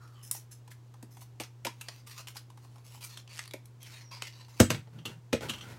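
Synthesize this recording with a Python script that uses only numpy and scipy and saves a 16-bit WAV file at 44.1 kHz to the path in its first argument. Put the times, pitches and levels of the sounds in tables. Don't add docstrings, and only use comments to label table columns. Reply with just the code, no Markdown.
import sys
import numpy as np
from scipy import signal
from scipy.fft import rfft, irfft, next_fast_len
from scipy.io import wavfile
from scipy.ndimage import map_coordinates

SR = 44100
rng = np.random.default_rng(int(sys.argv[2]) if len(sys.argv) > 2 else 0)


def to_wav(s):
    ch = np.atleast_2d(s).T
    pcm = np.round(np.clip(ch, -1, 1) * 32767)
    wavfile.write(sys.argv[1], SR, pcm.astype(np.int16))


N = 254929
TIME = np.arange(N) / SR
AGE = TIME[:SR // 4]

# frequency in Hz, level in dB.
AIR_COLOUR = [(20, -13), (40, -1.5), (65, -2.5), (110, 3), (190, -5), (350, -4.5), (600, -12.5), (950, -12),
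              (1300, -17), (2200, -22), (7000, -25.5), (10000, -32), (16000, -34)]
# start and length in seconds, rub and fizz levels in dB.
FINGER_STROKES = [(0,0.42,-70,-75.5), (.225,0.042,-62.5,-52.5), (.315,0.053,-54.5,-46.5),
                  (.51,0.018,-63,-56.5), (.703,0.0086,-61,-60), (1.105,0.087,-70.5,-64),
                  (1.205,0.0083,-60,-54), (1.40,0.019,-44.5,-51), (1.68,.13,-68.5,-74), (1.83,0.16,-58,-68),
                  (2.063,0.051,-53.5,-58), (2.105,0.081,-54,-64), (2.175,0.022,-49.5,-56),
                  (2.275,0.018,-48.5,-52), (2.345,0.036,-56,-59), (2.57,0.24,-74,-77), (2.84,0.147,-62,-64),
                  (3.005,0.034,-52.5,-55), (3.035,0.02,-52,-49), (3.08,.12,-59.5,-66),
                  (3.28,0.173,-58.5,-81), (3.80,0.19,-58,-64), (3.885,0.14,-56,-71.5),
                  (4.109,0.025,-46,-59.5), (4.15,0.083,-55,-88), (4.225,0.056,-49.5,-60),
                  (4.32,0.11,-56.5,-73), (4.48,0.13,-60,-66.5)]
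# frequency in Hz, width in Hz, level in dB.
BLISTER_RESONANCES = [(540, 67, -5.5), (970, 180, 1.5), (2480, 1300, -1), (4650, 710, 2.5),
                      (6040, 1720, -6.5)]
# frequency in Hz, level in dB.
SURFACE_COLOUR = [(3000, -30), (5200, 4), (7200, 0), (11000, 1), (16000, -4.5)]
# start and length in seconds, first and last pitch in Hz,
# level in dB, roughness as a share of the pitch.
SKIN_SQUEAKS = [(0,0.051,1430,1315,-57.5,0.16), (0.064,0.159,1320,1153,-66.5,0.11),
                (0.144,0.072,3180,2940,-65,.06), (4.032,.06,5870,5560,-61.5,0.013)]
# start in seconds,
# click and bright edge levels in dB, ring pitch in Hz, time to fade by 60 dB and rise time in seconds.
PLASTIC_CLICKS = [(.312,-43,-27,4320,0.02,0.00034), (0.711,-56.5,-58,1830,0.059,.004),
                  (1.026,-54.5,-54.5,935,0.023,.002), (1.399,-38.5,-49,2770,0.057,0.00027),
                  (1.405,-45,-48,854,0.033,0.00054), (1.435,-46,-60.5,5650,0.041,0.0018),
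                  (1.648,-34,-40,2650,0.049,.0012), (1.666,-33.5,-50,990,0.041,0.0012),
                  (1.810,-43.5,-46,2720,0.027,0.0067), (1.884,-38.5,-57,4600,0.03,0.0008),
                  (2.271,-46,-53.5,2850,0.037,.0009), (2.366,-43.5,-48,4850,0.05,.002),
                  (3.172,-43.5,-52.5,3390,0.025,.003), (3.276,-53.5,-81,2880,0.014,.001),
                  (3.3917,-35.5,-48,1980,0.016,0.00014), (3.456,-52.5,-59,3670,.018,.0003),
                  (3.477,-49.5,-55,4300,0.017,0.00033), (3.51,-47.5,-58,3670,0.016,0.00034),
                  (3.536,-42,-48,2240,0.027,0.00023), (3.656,-62.5,-56.5,4060,.02,0.00021),
                  (3.83,-67,-50.5,4220,0.0086,0.00035), (4.2216,-34,-49.5,2680,0.01,.0006)]
# start in seconds, level in dB.
FINGER_TAPS = [(.346,-49), (.676,-54.5), (.939,-57), (1.168,-54), (1.216,-54.5), (2.356,-49.5), (2.5,-54),
               (2.573,-55.5), (2.646,-58.5), (2.757,-58), (2.781,-61), (2.945,-55), (2.975,-56.5),
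               (4.169,-55.5), (4.482,-58)]
# start in seconds, level in dB, pitch in Hz.
TIN_KNOCKS = [(1.028,-49.5,272), (1.400,-41,456), (1.406,-54,335), (1.650,-40.5,490), (1.667,-45,290),
              (1.885,-53.5,560), (2.195,-55,560), (3.536,-44.5,443), (4.221,-53.5,510)]
# time in seconds, slips per second, level in dB.
NAIL_SLIPS = [(3.29, 210, -67), (3.34, 180, -57), (3.37, 150, -50), (3.40, 100, -52), (3.445, 85, -53)]
# start in seconds, then crack, thud, bright edge and ring levels in dB.
TIN_BLOWS = [(4.6005,-21,-15,-22.5,-26), (4.703,-26.5,-29.5,-33,-38.5), (4.7463,-40,-50.5,-52.5,-59),
             (4.8725,-65,-62,-90,-75), (5.3295,-28.5,-26,-40,-40), (5.408,-46.5,-46.5,-58,-58),
             (5.43,-47,-45.5,-72,-65)]
# pitch in Hz, level in dB, seconds to fade by 60 dB.
TIN_MODES = [(960, -6, .07), (1420, 0, .13), (1713, -1, .1), (1818, -1, .12), (2203, 2, .11),
             (3650, -2, .09), (3885, 0, .09), (4204, -3, .09), (4377, -4, .08), (5453, -2, .1),
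             (6780, -2, .09), (7070, -3, .1), (7750, -2, .12), (7966, 3, .19), (8120, 0, .13)]
# pitch in Hz, level in dB, seconds to fade by 60 dB.
DESK_MODES = [(62, -18, .14), (84, -10, .1), (100, -6, .12), (122, -6, .14), (158, -4, .12), (237, 3.5, .1),
              (323, 1.5, .09), (378, -1, .07), (458, 0, .085), (512, -3, .09), (595, -4, .08),
              (656, -8, .08), (852, -13, .08)]
# start and length in seconds, rumble and scrape levels in dB.
TIN_ROLLS = [(4.70,0.063,-38,-50.5), (4.80,.12,-59,-77), (4.925,0.064,-44.5,-62.5), (5.07,0.024,-42,-47),
             (5.13,0.053,-53,-74), (5.41,0.052,-47.5,-45), (5.52,0.17,-63,-52), (5.655,0.14,-54,-51)]
# frequency in Hz, level in dB.
DESK_COLOUR = [(30, -43.5), (60, -32), (110, 13), (160, 10), (230, -8.5), (400, -13), (700, -23),
               (1500, -59)]
# frequency in Hz, level in dB.
SCRAPE_COLOUR = [(150, 7.5), (330, 9.5), (700, -2), (950, 5.5), (1200, -8), (1420, 7.5), (1600, -2),
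                 (2200, -2.5), (3500, -7.5), (6000, -10.5), (10000, -15.5), (16000, -20)]
# start in seconds, then crack, thud, bright edge and ring levels in dB.
TUBE_BLOWS = [(4.987,-65,-62,-85,-55.5), (5.0536,-46.5,-47,-46.5,-37.5), (5.4855,-53,-52.5,-55,-44),
              (5.4945,-39,-44,-42.5,-33), (5.5347,-51,-58,-58,-43.5), (5.582,-59,-68,-62,-52),
              (5.6094,-60,-72,-66,-44)]
# pitch in Hz, level in dB, seconds to fade by 60 dB.
TUBE_MODES = [(1200, -6, .06), (2780, -3, .09), (2960, -4, .08), (3106, -1, .09), (3300, -4, .08),
              (3480, -6, .07), (4300, -8, .07), (5850, -12, .11), (7750, -12, .1), (10630, -14, .1)]
# frequency in Hz, seconds to fade by 60 dB.
ROOM_DECAY = [(100, 0.25), (500, 0.1), (2000, 0.21), (6000, 0.18), (15000, 0.14)]


def amp(db):
    return 10 ** (np.asarray(db) / 20)


def unit(x):
    return x / np.sqrt(np.mean(x ** 2) + 1e-20)


def struck(x):
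    return x / np.sqrt(np.mean(x[:SR // 160] ** 2) + 1e-20)


def fade(t60):
    return np.exp(-np.log(1000) * AGE / max(t60, 1e-3))


def along(points, hz):
    freqs, values = np.transpose(points)
    return np.interp(np.log(hz + 1), np.log(freqs + 1), values)


def wobble(rate):
    return map_coordinates(rng.standard_normal(int(N * rate / SR) + 4), [TIME * rate])


def filtered(x, response):
    size = next_fast_len(N + SR // 2)
    return irfft(rfft(x, size) * response(np.fft.rfftfreq(size, 1 / SR)), size)[:N]


def coloured(x, colour):
    return unit(filtered(x, lambda hz: amp(along(colour, hz))))


def add(track, start, sound):
    part = track[max(round(start * SR), 0):][:len(sound)]
    part += sound[:len(part)]


def envelope(start, length, attack, release_db_per_s, sag_db):
    age = TIME - start
    onset = np.clip(age / attack, 0, 1)
    held_db = sag_db * (.5 - np.clip(age / length, 0, 1))
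    return onset * amp(held_db - release_db_per_s * np.maximum(age - length, 0))


def gains(rows, shape):
    return np.sqrt(sum(np.outer(amp(dbs), shape(start, length)) ** 2 for start, length, *dbs in rows))


def mains_hum(hum_db, air_db, hum_hz=120):
    tone = unit(np.sin(2 * np.pi * hum_hz * TIME + .04 * wobble(5)))
    hum = tone * amp(.4 * wobble(2.7))
    return amp(hum_db) * hum + amp(air_db) * coloured(rng.standard_normal(N), AIR_COLOUR)


def stroke(start, length):
    return envelope(start, length, attack=.0038 + .081 * length, release_db_per_s=379, sag_db=2)


def grains(rate, spread_db, smooth):
    sizes = amp(spread_db * np.minimum(rng.exponential(size=N), 3)) * rng.choice([-1, 1], N)
    return unit(sizes * (rng.random(N) < rate / SR)) + smooth * rng.standard_normal(N)


def patchy(x, depth_db):
    spectrum = signal.stft(x, nperseg=512)[2]
    smoothing = np.outer(np.hanning(7), np.hanning(20))
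    patches = signal.fftconvolve(rng.standard_normal(spectrum.shape), smoothing, "same")
    return signal.istft(spectrum * amp(depth_db * unit(patches)), nperseg=512)[1][:N]


def blister_response(hz):
    return sum((-1) ** k * amp(db) * 1j * hz * width / (centre ** 2 - hz ** 2 + 1j * hz * width)
               for k, (centre, width, db) in enumerate(BLISTER_RESONANCES))


def rubbing(crinkle_db):
    rub, fizz = gains(FINGER_STROKES, stroke)
    drag = grains(rate=2500, spread_db=1.5, smooth=.49) * amp(1.3 * wobble(150) + 2.17 * wobble(40))
    crinkles = amp(crinkle_db) * grains(rate=55, spread_db=3.5, smooth=0)
    slips = patchy(drag + crinkles, depth_db=3.5)
    return rub * unit(filtered(slips, blister_response)) + fizz * coloured(slips, SURFACE_COLOUR)


def squeaks():
    out = np.zeros(N)
    for start, length, first_hz, last_hz, db, rough in SKIN_SQUEAKS:
        glide_hz = np.interp(TIME, [start, start + length], [first_hz, last_hz])
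        hz = glide_hz * (1 + rough * wobble(1500))
        whistle = np.sin(2 * np.pi * np.cumsum(hz) / SR)
        out += amp(db + 4 * wobble(250)) * stroke(start, length) * whistle
    return out


def burst(low_hz, high_hz, t60, rise):
    band = signal.butter(2, [low_hz, high_hz], "band", fs=SR, output="sos")
    crunch_db = np.interp(AGE, AGE[::64], -rng.standard_normal(len(AGE[::64])))
    swell = 1 - np.exp(-AGE / rise)
    cracks = rng.standard_normal(len(AGE)) * amp(crunch_db) * swell * fade(t60)
    return struck(signal.sosfilt(band, cracks))


def clicks(ring_db, card_db, ring_spread):
    out = np.zeros(N)
    for start, db, edge_db, hz, t60, rise in PLASTIC_CLICKS:
        ringing = burst(hz * (1 - ring_spread), hz * (1 + ring_spread), t60, rise)
        crack = burst(870, 6000, t60, rise)
        click = struck(crack + amp(ring_db) * ringing)
        thud = burst(160, 880, .019, rise)
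        edge = burst(6550, 12500, t60, rise)
        add(out, start, amp(db) * (click + amp(card_db) * thud) + amp(edge_db) * edge)
    return out


def taps(hollow_db, edge_db, thud_db, t60=.03, rise=.0019):
    out = np.zeros(N)
    for start, db in FINGER_TAPS:
        hz = 990 * np.exp(.027 * rng.standard_normal())
        hollow = amp(hollow_db) * burst(hz * .77, hz * 1.06, t60, rise)
        tick = burst(750, 6200, t60, rise) + amp(edge_db) * burst(6300, 12500, t60, rise)
        thud = amp(thud_db) * burst(220, 680, t60, rise)
        add(out, start, amp(db) * struck(tick + hollow + thud))
    return out


def knocks(band_ratio):
    out = np.zeros(N)
    for start, db, hz in TIN_KNOCKS:
        add(out, start, amp(db) * burst(hz / band_ratio, hz * band_ratio, t60=.038, rise=.0025))
    return out


def nail_creak():
    times, rates, levels = np.transpose(NAIL_SLIPS)
    rate = np.interp(TIME, times, rates, left=0, right=0) * amp(.39 * wobble(80))
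    db = np.interp(TIME, times, levels, left=-120, right=-120)
    slips_so_far = np.floor(np.cumsum(rate) / SR)
    out = np.zeros(N)
    for i in np.flatnonzero(np.diff(slips_so_far)):
        add(out, i / SR, amp(db[i] + rng.normal(0, 1.5)) * burst(1300, 9000, t60=.008, rise=.0002))
    return out


def ring(modes, scatter_db, attack, rough):
    out = np.zeros(len(AGE))
    for hz, db, t60 in modes:
        blur = rough * np.cumsum(rng.standard_normal(len(AGE))) * np.sqrt(hz / SR)
        strength = amp(db + rng.normal(0, scatter_db))
        out += strength * fade(t60) * np.sin(2 * np.pi * (hz * AGE + rng.random()) + blur)
    return struck(out * (1 - np.exp(-AGE / attack)))


def blows(hits, modes, crack_t60, rise, rough):
    out = np.zeros(N)
    hardest_db = max(hit[1] for hit in hits)
    for start, db, thud_db, edge_db, ring_db in hits:
        for delay, part_db in [(-.004, -19), (0, 0), (.007, -15)]:
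            crack = amp(db) * burst(930, 4200, crack_t60, rise)
            edge = burst(4700, 8360, crack_t60, rise) + amp(-6) * burst(10200, 14000, crack_t60, rise)
            clatter = amp(thud_db - 7) * burst(380, 720, .05, rise)
            add(out, start + delay, amp(part_db) * (crack + amp(edge_db) * edge + clatter))
        dull_db = min(edge_db - db + 2, 0)
        shell_modes = [(hz, level + dull_db * (hz > 6000), t60) for hz, level, t60 in modes]
        tilt_db_per_octave = -2 + .53 * (hardest_db - db)
        desk_modes = [(hz, level + tilt_db_per_octave * np.log2(hz), t60)
                      for hz, level, t60 in DESK_MODES]
        shell = ring(shell_modes, scatter_db=1.5, attack=.0005, rough=rough)
        thud = ring(desk_modes, scatter_db=1, attack=.001, rough=.06)
        push = amp(-12.5) * burst(70, 230, .11, rise)
        add(out, start, amp(ring_db) * shell + amp(thud_db) * (thud + push))
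    return out


def roll(start, length):
    return envelope(start, length, attack=.011, release_db_per_s=309, sag_db=1)


def rolling():
    rumble_gain, scrape_gain = gains(TIN_ROLLS, roll)
    contact = grains(rate=1100, spread_db=3, smooth=.93) * amp(3.05 * wobble(36))
    rumble = coloured(rng.standard_normal(N), DESK_COLOUR)
    return rumble_gain * rumble + scrape_gain * coloured(contact, SCRAPE_COLOUR)


def room(x, echo_db, delay):
    echo, hop = np.zeros(N), SR // 4
    for i in range(0, N, hop):
        hz, age, noise = signal.stft(rng.standard_normal(len(AGE)), SR, nperseg=256)
        decay = amp(-60 * age / along(ROOM_DECAY, hz)[:, None])
        tail = signal.istft(noise * decay, SR, nperseg=256)[1]
        add(echo, i / SR + delay, signal.fftconvolve(x[i:i + hop], tail / np.linalg.norm(tail)))
    return x + amp(echo_db) * echo


def scene():
    pack = clicks(ring_db=-1.5, card_db=-18.5, ring_spread=.098) + knocks(band_ratio=1.49)
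    pack += taps(hollow_db=3.5, edge_db=-4.5, thud_db=-10.5)
    pack += rubbing(crinkle_db=-6.5) + nail_creak() + squeaks()
    tin = blows(TIN_BLOWS, TIN_MODES, crack_t60=.038, rise=.00023, rough=.36)
    tube = blows(TUBE_BLOWS, TUBE_MODES, crack_t60=.062, rise=.0016, rough=.45)
    desk = tin + tube + rolling()
    in_room = room(pack, echo_db=-8, delay=.0045) + room(desk, echo_db=-7, delay=.0046)
    return (in_room + mains_hum(hum_db=-52.5, air_db=-63.5))[None]


def record(dry):
    low_hz, top_hz = 52, 16000
    thin = signal.sosfilt(signal.butter(4, low_hz, "high", fs=SR, output="sos"), dry[0])
    return filtered(thin, lambda hz: hz < top_hz)[None]


dry = scene()
out = record(dry)
to_wav(out)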